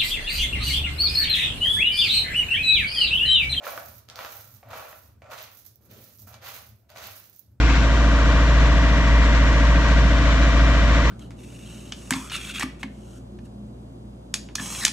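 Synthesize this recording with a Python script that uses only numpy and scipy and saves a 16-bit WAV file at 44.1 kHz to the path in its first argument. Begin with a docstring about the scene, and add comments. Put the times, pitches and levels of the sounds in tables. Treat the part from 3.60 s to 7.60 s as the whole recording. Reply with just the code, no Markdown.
"""A kitten rakes granular litter in a plastic tray: small tiled room, hand-held stereo phone a metre off.
In each stroke a paw lands with a hollow rub, drags granules over the ringing tray floor and ploughs
the crunching heap; loose granules trickle back with fine ticks. Underneath are dull steps and
a low uneven rumble of phone handling or tray thumps, over faint room hiss."""
import sys
import numpy as np
from scipy import signal
from scipy.fft import rfft, irfft
from scipy.io import wavfile

SR = 44100
rng = np.random.default_rng(int(sys.argv[2]) if len(sys.argv) > 2 else 0)


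def to_wav(s):
    """Save 16-bit WAV."""
    ch = np.atleast_2d(s).T  # columns
    pcm = np.round(np.clip(ch, -1, 1) * 32767)  # PCM
    wavfile.write(sys.argv[1], SR, pcm.astype(np.int16))


N = 176400

# swell of the low rumble (time [s], level [dB])
RUMBLE_LEVEL = [(0.0, -60), (0.04, -85), (0.12, -54), (0.21, -63), (0.29, -50), (0.47, -58.5), (0.489, -53),
                (0.72, -61.5), (0.98, -50.5), (1.01, -64), (1.058, -51), (1.17, -48.5), (1.22, -65),
                (1.55, -53), (2.018, -63), (2.41, -52.5), (2.47, -67.5), (2.65, -47.5), (2.92, -59.5),
                (3.14, -52.5), (3.192, -63.5), (3.509, -54.5), (3.56, -63.5), (3.81, -69), (3.91, -52.5),
                (4.0, -55.5)]
# spectra of the rumble and of the room hiss (frequency [Hz], relative level [dB])
RUMBLE_COLOUR = [(20, -67), (35, -23), (55, -13.5), (75, 1), (86, -7), (102, 5), (128, -3.5), (155, -27),
                 (200, -10), (280, -20), (500, -38.5), (1500, -40), (16000, -113)]
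HISS_COLOUR = [(30, 16.5), (300, 12), (600, 9.5), (1500, -17.5), (5000, -20), (9000, -21), (15000, -27)]
# decay of the tiled room (frequency [Hz], t60 [s])
ROOM_T60 = [(100, 1), (600, 0.47), (2000, 0.45), (6000, 0.33), (13000, 0.082)]
# response of the phone's two microphones (frequency [Hz], gain [dB])
LEFT_MIC = [(100, 0), (600, -5.5), (1400, -3), (3000, -1.5), (6000, -3), (8000, 4.5), (11000, -5.5),
            (14000, -5)]
RIGHT_MIC = [(100, -0.5), (600, -5.5), (1400, -1.5), (3000, 1.7), (6000, -0.5), (8000, 3), (11000, 0.5),
             (14000, 8)]

# steps, trickles and pad rubs (start [s], rise [s], hold [s], fade [dB/s], level [dB])
STEPS = [(0.04, 0.026, 0.13, 120, -57.5), (1.48, 0.0039, 0.013, 219.5, -92), (2.14, 0.13, .08, 100, -61.5),
         (2.275, 0.033, 0.067, 95, -51), (3.41, 0.021, 0.026, 124, -60.5)]
TRICKLES = [ (0.045, 0.013, 0.053, 116, -44), (0.12, 0.07, .08, 107, -50), (0.33, 0.021, 0.019, 380, -50),
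            (0.565, 0.064, 0.18, 85, -48), (0.84, 0.018, 0.11, 450, -57), (1.02, 0.0056, 0.0082, 250, -70),
            (1.11, 0.1, 0.022, 137, -48.5), (1.24, 0.044, 0.11, 124, -52.5), (1.70, 0.02, 0.12, 146, -57),
            (1.88, 0.053, 0.077, 200, -53.5), (2.042, 0.0091, 0.011, 180, -52.5),
            (2.20, 0.021, 0.044, 120, -63), (2.303, 0.0054, 0.23, 172, -54.5),
            (2.571, 0.02, 0.028, 330, -50.5), (2.666, 0.0089, 0.009, 350, -46),
            (2.82, 0.053, 0.13, 132, -47.5), (3.352, .008, 0.057, 100, -68), (3.42, 0.011, 0.16, 103, -50),
            (3.69, 0.019, 0.086, 170, -58.5)]
PAD_RUBS = [(-0.01, 0.016, 0.044, 150, -40.5), (0.04, 0.036, 0.12, 131, -43),
            (0.487, 0.0017, 0.066, 103, -54.5), (1.025, 0.0019, 0.14, 92, -46.5),
            (1.619, 0.0016, 0.073, 131, -43.5), (2.30, 0.016, 0.16, 100, -72),
            (2.61, 0.016, 0.22, 150, -60.5), (3.215, 0.018, 0.065, 98.5, -67),
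            (3.294, 0.013, 0.11, 113, -51)]
# raking strokes (start [s], rise [s], hold [s], fade [dB/s], tray scrape [dB], crunch [dB])
PAW_STROKES = [ (0.017, 0.041, 0.02, 96.5, -35, -41.5), (0.481, 0.0032, 0.014, 102, -47.5, -59),
               (0.547, 0.034, 0.058, 77, -40, -44.5), (1.079, 0.068, 0.045, 148, -36, -45),
               (1.225, 0.048, 0.0093, 97, -47, -54), (1.615, 0.0031, 0.085, 200, -65, -70),
               (1.696, 0.021, 0.013, 264, -38.5, -44), (1.761, 0.021, 0.037, 143, -49, -43.5),
               (2.176, 0.076, 0.077, 123, -67.5, -75), (2.286, 0.025, 0.084, 111, -62, -55.5),
               (2.43, 0.028, 0.024, 70, -78, -67), (2.67, 0.0037, 0.016, 163, -49.5, -62),
               (2.717, 0.014, 0.0088, 300, -49.5, -51.5), (2.804, 0.024, .02, 130, -44.5, -51),
               (2.818, 0.063, 0.0078, 154, -48.5, -40.5), (2.933, 0.023, 0.01, 185, -48, -46.5),
               (3.287, 0.011, 0.0053, 198.5, -57, -55.5), (3.347, 0.016, 0.021, 114, -44, -46),
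               (3.381, 0.053, 0.024, 107, -48, -43.5)]
# lone granules landing, granules snapping under the paw, claws knocking the tray (time [s], level [dB])
LANDINGS = [(0.075, -19), (0.125, -20), (0.4885, -35), (0.558, -27), (0.769, -16), (0.917, -27),
            (0.969, -29), (1.089, -32), (1.827, -18), (2.048, -29), (2.064, -23), (2.158, -26),
            (2.313, -25), (2.5755, -25), (2.601, -28), (2.6195, -21), (3.303, -33), (2.889, -20),
            (3.471, -19), (3.6005, -26), (3.698, -26), (3.743, -43), (3.762, -25), (3.794, -17)]
SNAPS = [(0.177, -17.5), (0.4878, -20), (0.4999, -16), (0.558, -14.5), (0.5905, -21.5), (0.6485, -18.5),
         (1.6205, -37.5), (1.72, -24.5), (2.7425, -22), (3.302, -26.5), (3.373, -18.5), (3.44, -18)]
CLAW_KNOCKS = [(0.068, -0.5), (0.076, -5), (0.177, -3.5), (0.5903, -5.5), (0.609, -10), (0.6485, -7),
               (1.030, -21), (1.132, -12), (1.156, -9.5), (1.268, -19), (1.3285, -15), (1.620, -19),
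               (1.716, -11.5), (2.742, -20), (3.36, -17.5)]
# resonances of the plastic tray (frequency [Hz], relative level [dB], t60 [s])
TRAY_MODES = [(542, -5, .14), (590, -3, .14), (636, 0, .16), (685, -6, .1), (797, -6, .18), (981, -4, .18),
              (1100, -7, .12), (1189, -6, .14), (1347, -4, .1), (1476, -4, .14), (1911, -11, .1),
              (2327, -11, .14)]
# spectrum of each kind of contact (frequency [Hz], relative level [dB])
STEP_COLOUR = [(30, -21), (60, -21), (130, -9.5), (200, 0.5), (380, -5.5), (600, -2), (1000, -35),
               (4000, -55)]
LANDING_COLOUR = [(200, -40), (3000, -41), (5800, -9.5), (8000, -29), (10000, -17), (12500, -1.5),
                  (15000, -2), (16000, -3.5)]
SNAP_COLOUR = [(100, -8), (500, -0.5), (1500, -0.5), (3000, 0), (4800, 4), (6500, -2), (8000, -14),
               (11000, -13), (16000, -26)]
TRICKLE_COLOUR = [(200, -9.5), (2500, -22.5), (4000, -14), (6300, -8.5), (8000, -20.5), (10500, -10.5),
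                  (12300, -5), (14000, -7), (15300, -8)]
PAD_COLOUR = [(30, -61), (200, -29.5), (420, -21.5), (540, 3.5), (680, 5), (850, -11), (1350, -15),
              (2400, -19), (3200, -29), (7000, -36), (16000, -77)]
CRUNCH_COLOUR = [(100, -29.5), (400, 3), (900, 3.5), (2000, 4), (4000, 2), (6500, -2), (8000, -17),
                 (10000, -9), (13000, -7.5), (16000, -11)]
TRAY_COLOUR = [(30, -62), (100, -40), (200, -23.5), (400, -13), (560, 5), (850, -3.5), (1350, -3),
               (1800, -10), (2500, -13), (4000, -26.5), (7000, -48), (16000, -94)]

RISE_DB = 22  # how far a movement swells during its rise
CATCHES_PER_S, PAW_CATCH_DB = 110, 1.8  # pace and depth of catching and slipping
CLATTER, CLATTER_T60_S = .16, .012  # rattle after a tray contact, as a share of the first push
TRAY_RING_DB, TRAY_WET_DB = -3, -2.5  # ring against clack, room against direct sound
ROOM_GAP_S = 0.0018  # wait for the first reflection
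LOW_CUT_HZ, HIGH_CUT_HZ = 54.4, 15600


def undb(db):
    """Decibels to gain."""
    return 10 ** (np.asarray(db) / 20)


def unit(h):
    """Scale a response to unit energy."""
    return h / np.sqrt(np.sum(h ** 2, axis=-1, keepdims=True))


def fade(t, t60):
    """Exponential decay, 60 dB down after t60."""
    return np.exp(-np.log(1000) * t / t60)


def on_log_hz(points, hz):
    """Read (Hz, value) points on a log-frequency axis."""
    freqs, values = np.array(points, float).T
    return np.interp(np.log(np.maximum(hz, 1)), np.log(freqs), values)


def response(points, size=8192):
    """Minimum-phase impulse response with the given spectrum."""
    gain = undb(on_log_hz(points, np.fft.rfftfreq(size, 1 / SR)))
    cepstrum = irfft(np.log(gain))
    cepstrum[1:size // 2] *= 2
    cepstrum[size // 2 + 1:] = 0
    return irfft(np.exp(rfft(cepstrum)))


def through(x, h):
    """Pass a sound through an impulse response."""
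    return signal.fftconvolve(np.atleast_2d(x), np.atleast_2d(h), axes=-1)[:, :N]


def stereo_noise(size, width):
    """Left and right noise; width is the share of power that is unrelated."""
    noise = rng.standard_normal((3, size))
    return np.sqrt(1 - width) * noise[0] + np.sqrt(width) * noise[1:]


def envelope(rows):
    """Gain of overlapping movements that each rise, hold and fade."""
    t, power = np.arange(N) / SR, 0
    for start, rise, hold, fade_db_per_s, db in rows:
        rise_left = np.maximum(1 - (t - start) / rise, 0)
        fading_s = np.maximum(t - start - rise - hold, 0)
        power = power + undb(db - RISE_DB * rise_left ** 2 - fade_db_per_s * fading_s) ** 2
    return np.sqrt(power)


def catching(depth_db):
    """Uneven gain of a movement that catches and slips."""
    wobble_db = depth_db * rng.standard_normal(2048)
    return undb(np.interp(np.arange(N) / SR * CATCHES_PER_S, np.arange(2048), wobble_db))


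def contacts(per_s, spread_db, spots):
    """Random impulses of uneven size, dealt out over several spots; total rms 1."""
    size = undb(spread_db * np.clip(rng.standard_normal(N), -2, 2)) * rng.choice([-1, 1], N)
    hits = size * (rng.random(N) < per_s / SR)
    spot = rng.integers(0, spots, N)
    return [hits * (spot == k) / np.std(hits) for k in range(spots)]


def impulse(time, db):
    """One sharp push."""
    push = np.zeros(N)
    push[int(time * SR)] = undb(db)
    return push


def room(dry, wet_db, size=32768):
    """Add the tail off the tiled walls, in which the treble dies first."""
    t, hz = np.arange(size) / SR, np.fft.rfftfreq(size, 1 / SR)
    noise, tail = rfft(stereo_noise(size, width=1)), 0
    octave = np.round(np.log2(np.maximum(hz, 125)))
    for k in np.unique(octave):
        decay = unit(fade(t, on_log_hz(ROOM_T60, 2 ** k)) * (t > ROOM_GAP_S))
        tail = tail + irfft(noise * (octave == k)) * decay
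    return (dry + undb(wet_db) * through(dry, tail)) / np.hypot(1, undb(wet_db))


def scattered(sounds, wet_db, paths=4):
    """Sounds from different parts of the tray cross the room to the microphones by different paths."""
    return sum(room(sum(sounds[k::paths]), wet_db) for k in range(paths))


def rumble_and_hiss():
    """A low uneven rumble of phone handling or tray thumps, almost mono, over faint room hiss."""
    times, db = np.array(RUMBLE_LEVEL).T
    swell = undb(np.interp(np.arange(N) / SR, times, db))
    rumble = through(stereo_noise(N, width=0.025), unit(response(RUMBLE_COLOUR)))
    hiss = through(stereo_noise(N, width=0.47), unit(response(HISS_COLOUR)))
    return swell * rumble + undb(-65.5) * hiss


def steps():
    """Dull padding on the litter as the kitten shifts its weight."""
    tread = stereo_noise(N, width=0.1) * envelope(STEPS)
    return room(through(tread, unit(response(STEP_COLOUR))), wet_db=-10.5)


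def granule(colour, t60_s, size=512):
    """The tiny crack of one granule, different every time."""
    crack = stereo_noise(size, width=0.8) * fade(np.arange(size) / SR, t60_s)
    return unit(through(crack, colour[:size]))


def lone_granules(events, spectrum, t60_s, wet_db):
    """Single granules that stand out at the microphones, snapping or landing."""
    colour = response(spectrum)
    cracks = sum(through(impulse(time, db), granule(colour, t60_s)) for time, db in events)
    return room(cracks, wet_db)


def trickle():
    """Loose granules roll back and land with very bright ticks."""
    flow = envelope(TRICKLES) * catching(depth_db=2.6)
    colour = response(TRICKLE_COLOUR)
    ticks = [through(flow * hits, granule(colour, t60_s=0.0013))
             for hits in contacts(per_s=1400, spread_db=6, spots=12)]
    return scattered(ticks, wet_db=0.5)


def tray_spot(colour, tilt_db_per_octave=0, size=8192):
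    """The tray struck at one spot: a short plastic clack and the ring of its modes."""
    t = np.arange(size) / SR
    contact = CLATTER * stereo_noise(size, width=0.16) * fade(t, CLATTER_T60_S)
    contact[:, 0] += 1  # the first push
    clack = unit(through(contact, colour)[:, :size])
    weights = stereo_noise(len(TRAY_MODES), width=0.16).T  # each spot drives the modes differently
    ring = 0
    for weight, (hz, db, t60) in zip(weights, TRAY_MODES):
        gain = undb(db + tilt_db_per_octave * np.log2(hz / TRAY_MODES[0][0]))
        mode = unit(np.sin(2 * np.pi * hz * t) * fade(t, t60))
        ring = ring + weight[:, None] * gain * mode
    return unit(clack + undb(TRAY_RING_DB) * unit(ring))


def pad_rubs():
    """A hollow rub as the paw comes down on the tray; the higher modes ring less under a soft pad."""
    force = envelope(PAD_RUBS) * catching(PAW_CATCH_DB)
    colour = response(PAD_COLOUR)
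    rubs = [through(force * hits, tray_spot(colour, tilt_db_per_octave=-6.5))
            for hits in contacts(per_s=1300, spread_db=2, spots=6)]
    return scattered(rubs, TRAY_WET_DB, paths=2)


def crunch():
    """Granules grind against each other ahead of the paw."""
    strokes = [(*shape, crunch_db) for *shape, _, crunch_db in PAW_STROKES]
    force = envelope(strokes) * catching(PAW_CATCH_DB)
    colour = response(CRUNCH_COLOUR)
    grains = [through(force * hits, granule(colour, t60_s=0.0031))
              for hits in contacts(per_s=4200, spread_db=4.5, spots=16)]
    return scattered(grains, wet_db=-3)


def tray_scrape():
    """Granules and claws judder over the plastic floor; each claw knock strikes another spot."""
    strokes = [(*shape, scrape_db) for *shape, scrape_db, _ in PAW_STROKES]
    force = envelope(strokes) * catching(PAW_CATCH_DB)
    colour = response(TRAY_COLOUR)
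    judders = [force * hits for hits in contacts(per_s=1500, spread_db=1, spots=8)]
    knocks = [impulse(time, db) for time, db in CLAW_KNOCKS]
    ringing = [through(push, tray_spot(colour)) for push in judders + knocks]
    return scattered(ringing, TRAY_WET_DB, paths=3)


def scene():
    """Everything that reaches the microphone position, a metre from the tray."""
    snaps = lone_granules(SNAPS, SNAP_COLOUR, t60_s=0.0044, wet_db=-1.5)
    landings = lone_granules(LANDINGS, LANDING_COLOUR, t60_s=0.0025, wet_db=-6)
    raking = pad_rubs() + tray_scrape() + crunch()
    return raking + trickle() + snaps + landings + steps() + rumble_and_hiss()


def record(dry):
    """The right microphone hears far more top treble; the phone cuts the deep bass and the very top."""
    mics = np.array([response(LEFT_MIC), response(RIGHT_MIC)])
    low_cut = signal.butter(4, LOW_CUT_HZ, "high", fs=SR, output="sos")
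    high_cut = signal.ellip(10, .2, 70, HIGH_CUT_HZ, fs=SR, output="sos")
    heard = signal.sosfilt(low_cut, through(dry, mics))
    return signal.sosfilt(high_cut, heard)


dry = scene()
out = record(dry)
to_wav(out)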